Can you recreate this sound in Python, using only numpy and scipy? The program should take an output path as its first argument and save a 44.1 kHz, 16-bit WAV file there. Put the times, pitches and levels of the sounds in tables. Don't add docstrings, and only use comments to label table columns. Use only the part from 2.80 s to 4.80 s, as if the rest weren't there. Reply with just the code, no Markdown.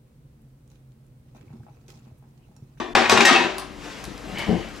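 import sys
import numpy as np
from scipy import signal
from scipy.fft import rfft, irfft, next_fast_len
from scipy.io import wavfile
from scipy.ndimage import uniform_filter1d, minimum_filter1d, map_coordinates

SR = 44100
rng = np.random.default_rng(int(sys.argv[2]) if len(sys.argv) > 2 else 0)


def pcm_store(signal):
    levels = np.round(np.clip(np.atleast_2d(signal), -1, 1) * 32767)
    wavfile.write(sys.argv[1], SR, levels.astype(np.int16).T)


def volts_from_decibels(level):
    exponent = np.asarray(level, float) / 20
    return 10 ** exponent


N = 88200

# (frequency [Hz], width [Hz], level [dB])
HOOK_BODY = [(733, 387, 3.5), (1690, 995, 2), (2630, 485, 4), (3230, 890, -0.5), (4190, 1300, -3),
             (5440, 1100, -7.5), (7100, 2900, -14.5)]
# (frequency [Hz], level [dB], t60 [s])
RACK_MODES = [(95, -18, .12), (231, -9, .12), (330, -10, .1), (500, -9, .1), (605, -9, .15), (651, -9, .15),
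              (764, -5, .15), (868, -9, .1), (951, -6, .15), (1023, -7, .15), (1110, -6, .08),
              (1200, -10, .15), (1513, -16, .1), (1814, -14, .1)]
# (frequency [Hz], level [dB], t60 [s])
LARGE_PLATE = [(1780, -13, .12), (1869, 0, .36), (2120, -11, .4), (3280, -20, .4), (3748, -12, .45),
               (3915, -11, .4), (5450, -8, .04), (6078, -20, .3), (7897, -22, .2)]
LARGE_SCATTER_DB = 1


def unit(x):
    return x / np.sqrt(np.mean(x ** 2) + 1e-20)


def along(points, hz):
    f, v = np.transpose(points)
    return np.interp(np.log(hz + 1), np.log(f + 1), v)


def level(rows):
    return volts_from_decibels(np.interp(np.arange(N) / SR, *np.transpose(rows)))


def wobble(rate):
    points = rng.standard_normal(int(N * rate / SR) + 4)
    return map_coordinates(points, [np.arange(N) * rate / SR])


def filtered(x, response):
    m = next_fast_len(x.shape[-1] + SR // 2)
    spectrum = rfft(x, m) * response(np.fft.rfftfreq(m, 1 / SR))
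    return irfft(spectrum, m)[..., :x.shape[-1]]


def peaks(table):
    def response(f):
        total = 0
        for k, (centre, width, db) in enumerate(table):
            band = 1j * f * width / (centre ** 2 - f ** 2 + 1j * f * width)
            total = total + (-1) ** k * volts_from_decibels(db) * band
        return total
    return response


def ring(modes, scatter_db=3.5, attack_s=0.0002):
    hz, db, t60 = np.array(modes).T[:, :, None]
    t = np.arange(SR // 2) / SR
    level_luck, pitch_luck = rng.standard_normal((2, len(modes), 1))
    sines = np.sin(2 * np.pi * hz * t * (1 + 0.001 * pitch_luck) + 3 * pitch_luck)
    decays = volts_from_decibels(db + scatter_db * level_luck - 60 * t / t60)
    return (decays * sines).sum(0) * (1 - np.exp(-t / attack_s))


def add(track, s, sound):
    part = track[SR + round(s * SR):][:len(sound)]
    part += sound[:len(part)]


def burst(t60):
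    return volts_from_decibels(-60 * np.arange(2000) / SR / t60) * rng.standard_normal(2000)


def snaps_on(rows, gain_db, t60, body):
    out = np.zeros(SR + N)
    for s, db in rows:
        add(out, s, volts_from_decibels(db + gain_db) * burst(t60))
    return filtered(out, peaks(body))


def knocks(rows, modes, attack_s):
    out = np.zeros(SR + N)
    for s, db in rows:
        add(out, s, volts_from_decibels(db - 1.5) * ring(modes, scatter_db=0.5, attack_s=attack_s))
    return out


def paired(pair, alike):
    def split(hz):
        angle = np.arccos(np.clip(along(alike, hz), -1, 1)) / 2
        return np.array([np.cos(angle), np.sin(angle)])
    mid, side = filtered(pair, split)
    return np.array([mid + side, mid - side])


def rush(spectrum, patchy_db, channels=1):
    z = signal.stft(rng.standard_normal((channels, N + 512)), nperseg=512)[2]
    field = uniform_filter1d(rng.standard_normal(z.shape[1:]), 5, 0)
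    field = uniform_filter1d(field, 8, 1)
    x = signal.istft(z * volts_from_decibels(patchy_db * unit(field)), nperseg=512)[1][:, :N]
    return unit(filtered(x, lambda hz: volts_from_decibels(along(spectrum, hz))))


def hush():
    # (frequency [Hz], density [dB per Hz])
    air_colour = [(20, -25), (46, 3.5), (80, -11.5), (237, -8), (431, -14), (1880, -20.5), (3250, -26.5),
                  (15000, -39)]
    # (frequency [Hz], likeness [0-1])
    air_alike = [(40, 0.48), (200, 0.96), (1600, 0.54), (5000, 1), (14000, 0.093)]
    t = np.arange(N) / SR
    hum_phase = 2 * np.pi * 290.7 * t + 0.8 * wobble(7.2)
    hum = volts_from_decibels(-48 + 1.2 * wobble(14.5)) * np.sin(hum_phase)
    sing = volts_from_decibels(-46 - 40 * t) * np.sin(2 * np.pi * 3490 * t)
    air = paired(rush(air_colour, patchy_db=1.5, channels=2), air_alike)
    return volts_from_decibels(-46.5 + 3.9 * wobble(4.25)) * air + hum + sing


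def hook_blows():
    # (time [s], crack [dB], rack ring [dB], hook ping [dB])
    blows = [(-.04, -15.5, -11, -43), (.151, -1.5, -3, -8), (.255, -27, -13, -14), (.296, -5.5, -7, -9),
             (.318, -9.5, -11, -31), (.374, -7, -14.5, -16.5), (.406, -4, -39, -8), (.449, -5, -19, -38),
             (.454, -6.5, -34, -39), (0.489, -12.5, -22, -37), (.527, -8.5, -15.5, -34),
             (.56, -12.5, -23.5, -31), (.639, -18, -23, -24.5)]
    # (frequency [Hz], level [dB], t60 [s])
    ping = [(2450, 0, .035)]
    cracks, rack, pings = np.zeros((3, SR + N))
    for s, crack_db, rack_db, ping_db in blows:
        add(cracks, s, volts_from_decibels(crack_db + 7) * burst(0.048))
        add(rack, s, volts_from_decibels(rack_db - 7.5) * ring(RACK_MODES, scatter_db=2.5))
        add(pings, s, volts_from_decibels(ping_db) * ring(ping, scatter_db=0))
    return rack + filtered(cracks, peaks(HOOK_BODY)), pings


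def plate_clashes():
    # (time [s], large plate [dB], small plate [dB])
    clashes = [
        (-.04, -19.5, -27),
        (0.162, -12, -33),
        (0.256, -17, -30),
        (0.303, -16, -35),
        (.451, 1.5, -12),
        (0.489, -16, -24),
        (0.528, -31, -31),
        (.55, -19, -12.5),
        (.62, -28, -22),
    ]
    # (frequency [Hz], level [dB], t60 [s])
    small_plate = [(2525, -8, .25), (2590, -6, .25), (2650, 0, .3), (3708, -10, .3), (4175, -10, .15),
                   (4786, -6, .25)]
    out = np.zeros(SR + N)
    for s, large_db, small_db in clashes:
        large = volts_from_decibels(large_db - 9.5) * ring(LARGE_PLATE, scatter_db=LARGE_SCATTER_DB)
        small = volts_from_decibels(small_db - 10) * ring(small_plate, scatter_db=5)
        add(out, s, large + small)
    return out


def plate_rattle():
    # (time [s], level [dB])
    chatter_curve = [(0, -43.5), (.14, -90), (.16, -25), (.3, -27), (.44, -26), (.465, -18), (.58, -24.5),
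                     (.7, -39), (.85, -48), (1.0, -92)]
    touches_per_s, scatter_db = 900, 3
    touches = (rng.random(N) < touches_per_s / SR) * volts_from_decibels(scatter_db * np.tanh(rng.standard_normal(N)))
    touch_decay = volts_from_decibels(-60 * np.arange(400) / SR / 0.012)
    chatter = np.convolve(touches, touch_decay)[:N] * rng.standard_normal(N)
    chatter = np.pad(unit(chatter) * level(chatter_curve), (SR, 0))
    plate_ring = volts_from_decibels(-6.5) * ring(LARGE_PLATE, scatter_db=LARGE_SCATTER_DB)
    metal = plate_ring + ring(RACK_MODES, scatter_db=1)
    ringing = signal.fftconvolve(chatter, metal)[:SR + N]
    return filtered(volts_from_decibels(10) * chatter, peaks(HOOK_BODY)) + volts_from_decibels(-39.5) * ringing


def frame_rocks():
    # (time [s], level [dB])
    foot_knocks = [(-.01, -25), (.085, -30), (.17, -13), (.21, -33), (.325, -7.5), (.385, -13.5),
                   (.418, -12), (.508, -11), (.588, -13.5), (.648, -19.5), (.79, -45)]
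    # (frequency [Hz], level [dB], t60 [s])
    frame_modes = [(183, -12, 0.075), (245, -2.5, 0.078), (335.5, 1.5, 0.057), (361, 0, 0.09),
                   (424.3, 0, 0.051), (690, -6, 0.065)]
    return knocks(foot_knocks, frame_modes, attack_s=0.0019)


def collar_clinks():
    # (time [s], level [dB])
    clinks = [
        (-.01, -39),
        (.153, -18),
        (.17, -25),
        (.3, -21),
        (.495, -16),
        (.525, -13),
        (.645, -28.5),
    ]
    # (frequency [Hz], level [dB], t60 [s])
    collar_modes = [(769, -3.5, 0.28), (1206, 1, 0.08), (973, 2, .1)]
    return knocks(clinks, collar_modes, attack_s=0.0018)


def sparks():
    # (time [s], level [dB])
    edge_hits = [
        (0.1504, -28.5),
        (0.2961, -15.5),
        (0.317, -19),
        (0.3745, -31),
        (0.4066, -26.5),
        (0.4498, -18),
        (.454, -10),
        (0.462, -20.5),
        (0.5285, -29),
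    ]
    # (frequency [Hz], width [Hz], level [dB])
    edge_body = [(3700, 360, 5.5), (5440, 1100, 5.5), (8360, 2100, -1), (12400, 2300, -7.5)]
    return snaps_on(edge_hits, 7.5, 0.033, edge_body)


def shaft_settles():
    # (time [s], level [dB])
    settles = [
        (.59, -44),
        (.65, -30.5),
        (.76, -36.5),
    ]
    # (frequency [Hz], level [dB], t60 [s])
    shaft_modes = [(196, -13, 1), (381, -0.5, 0.5), (536, -13, 0.42), (597, -2.5, 0.68), (820, -5, 0.34),
                   (1265, -6, 0.39)]
    return knocks(settles, shaft_modes, attack_s=0.0029)


def ticks():
    # (time [s], peak level [dB])
    snap_times = [
        (.7826, -23),
        (.797, -29),
        (1.2411, -31),
        (1.252, -34),
        (1.3783, -39),
        (1.5848, -28),
        (1.592, -29),
        (1.8866, -42),
        (1.9635, -38),
        (1.975, -40),
    ]
    # (frequency [Hz], width [Hz], level [dB])
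    snap_body = [(1024, 240, 8), (4500, 2200, 0.5), (8930, 2300, 5), (11200, 3600, 2)]
    return snaps_on(snap_times, 4, 0.012, snap_body)


def cloth_slide():
    # (time [s], level [dB])
    rub_curve = [(.15, -73), (.75, -45), (.9, -53.5), (1.02, -42), (1.04, -34.5), (1.15, -38), (1.3, -42),
                 (1.38, -55), (1.5, -61), (1.6, -36.5), (1.93, -43.5), (2, -12)]
    # (frequency [Hz], density [dB per Hz])
    cloth_colour = [(88, -51), (150, -19), (289, -8), (318, -15), (556, -12), (661, -15.5), (1400, -15),
                    (5200, -23.5), (15000, -36)]
    grain_db = 1.2
    grain = volts_from_decibels(grain_db * wobble(39.46))
    cloth = level(rub_curve) * grain * rush(cloth_colour, patchy_db=grain_db)[0]
    return np.pad(volts_from_decibels(-3.5) * cloth, (SR, 0))


def footfall():
    # (time [s], level [dB])
    steps = [(1.275, -30), (1.49, -43), (1.53, -28.5), (1.59, -25.5), (1.667, -22), (1.679, -18),
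             (1.689, -12.5), (1.698, -14), (1.71, -13), (1.728, -12.5), (1.74, -20), (1.76, -26),
             (1.775, -28), (1.79, -28), (1.81, -55), (1.89, -44)]
    # (frequency [Hz], level [dB], t60 [s])
    slab_modes = [(75.4, -6.5, 0.045), (98, -9, 0.053), (129, -3.5, 0.027), (175, 0, 0.06),
                  (215, -0.5, 0.05), (335, -1.5, .04), (428, -1.5, 0.025), (522, -7.5, 0.029),
                  (653, -6, 0.038), (778, -7, 0.024), (1016, -7.5, 0.013)]
    # (time [s], level [dB])
    sways = [
        (1.69, -38),
        (1.77, -32),
        (1.88, -41),
    ]
    # (frequency [Hz], level [dB], t60 [s])
    joist_modes = [(46.6, 0, .3), (69.6, -2, 0.16)]
    return knocks(steps, slab_modes, attack_s=0.0018) + knocks(sways, joist_modes, attack_s=0.013)


def sole_scuff():
    # (time [s], level [dB])
    scuff_curve = [(1.44, -58.5), (1.49, -45), (1.54, -39), (1.6, -34), (1.65, -37.5), (1.7, -43.5),
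                   (1.76, -44), (1.84, -46.5), (1.9, -53)]
    # (frequency [Hz], width [Hz], level [dB])
    pressed_body = [(310, 130, -4), (856, 110, 0), (1234, 80, -5), (1670, 71, -1), (1870, 120, 0.5),
                    (2194, 144, 3), (3020, 190, 1.5), (4500, 200, -14)]
    # (frequency [Hz], width [Hz], level [dB])
    skim_body = [(336, 66, -2.5), (577, 64, 0.5), (760, 80, -2.5), (1800, 90, -14), (2070, 90, -8.5),
                 (2790, 49, -4.5), (7500, 300, -21)]
    # (frequency [Hz], density [dB per Hz])
    drag_colour = [(88, -39), (150, -19), (649, -1), (757, -8), (833, 2), (3030, -0.5), (12100, -25),
                   (15000, -56)]
    slips = rng.standard_normal(N) * volts_from_decibels(2.5 * wobble(150))
    press_s, press_span_s = 1.545, 0.03
    press = 0.5 + 0.5 * np.tanh((np.arange(N) / SR - press_s) / press_span_s)
    pressed = unit(filtered(slips, peaks(pressed_body)))
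    skimming = unit(filtered(slips, peaks(skim_body)))
    squeak = level(scuff_curve) * (press * pressed + (1 - press) * skimming)
    drag = level(scuff_curve) * volts_from_decibels(-4) * rush(drag_colour, patchy_db=3.5)[0]
    return np.pad(squeak + drag, (SR, 0)), squeak


def room(x, size=4410):
    # (frequency [Hz], t60 [s])
    reverb_t60 = [(100, 0.21), (500, 0.44), (2000, 0.45), (6000, 0.38), (14000, 0.1)]
    # (frequency [Hz], likeness [0-1])
    tail_alike = [(60, .6), (200, .9), (700, .75), (2000, .65), (5000, .45), (8000, .1), (14000, .2)]
    wet_db, gap_s = 1, 0.003
    out = np.zeros((2, len(x) + SR))
    window = np.hanning(2 * size + 1)[:-1]
    for start in range(SR - 2 * size, len(x) - size, size):
        hz, t, z = signal.stft(rng.standard_normal((2, SR // 2)), SR, nperseg=256)
        decay = volts_from_decibels(-60 * t / along(reverb_t60, hz)[:, None])
        tail = paired(signal.istft(z * decay, SR, nperseg=256)[1], tail_alike)
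        tail = volts_from_decibels(wet_db) * tail / np.linalg.norm(tail[0])
        tail = np.pad(tail, ((0, 0), (round(gap_s * SR) + 1, 0)))
        tail[:, 0] = 1
        piece = x[start:start + 2 * size]
        wet = signal.fftconvolve((piece * window[:len(piece)])[None], tail, axes=1)
        out[:, start:start + wet.shape[1]] += wet
    return out[:, SR:SR + N]


def scene():
    clatter, pings = hook_blows()
    plates = pings + plate_clashes()
    steel = clatter + plate_rattle() + volts_from_decibels(-10) * plates + frame_rocks() + collar_clinks() + sparks()
    shaft, snaps = shaft_settles(), ticks()
    scuff, squeak = sole_scuff()
    near = steel + snaps + cloth_slide() + footfall() + scuff
    direct = volts_from_decibels(-8) * snaps + volts_from_decibels(-4) * plates + shaft
    return volts_from_decibels(-3.5) * room(near) + direct[SR:] + volts_from_decibels(-10) * squeak + hush()


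def low_pass(x):
    return signal.sosfilt(signal.butter(12, 15310, fs=SR, output="sos"), x)


def record(dry):
    # (frequency [Hz], difference [dB])
    lean = [(40, 8.5), (380, 8.5), (700, 5.5), (1300, 3.5), (2400, 2.5), (8000, 2), (14700, .5)]
    # (frequency [Hz], lead [radians])
    lead = [(100, 0), (900, -.6), (7000, -.3), (9200, 3.1), (11000, 3.9), (12000, 5.2), (15000, 5.4)]
    # (frequency [Hz], level [dB])
    mic_treble = [(5000, 0), (8000, -1), (11000, -2), (12500, -6.5), (14500, -9), (15300, -37)]

    def ports(hz):
        half = volts_from_decibels(along(lean, hz) / 2) * np.exp(0.5j * along(lead, hz))
        low_cut = hz / np.hypot(hz, 30)
        return np.array([half, 1 / half]) * (hz < 15300) * volts_from_decibels(along(mic_treble, hz)) * low_cut

    x = filtered(dry, ports)
    ceiling, hold_s = 1, 0.025
    need = np.minimum(1, ceiling / (np.abs(x).max(0) + 1e-9))
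    span = round(hold_s * SR) + 3
    x = x * uniform_filter1d(minimum_filter1d(need, span), span // 2)
    mute_s, mute_hz = (0.133, 0.137, 0.148, 0.1495), 1100
    t = np.arange(N) / SR
    before = x * (t < mute_s[-1])
    treble = filtered(before, lambda hz: np.clip(hz / mute_hz - 1, 0, 1))
    x = x - np.interp(t, mute_s, [0, 1, 1, 0]) * treble
    return low_pass(x)


dry = scene()
out = record(dry)
pcm_store(out)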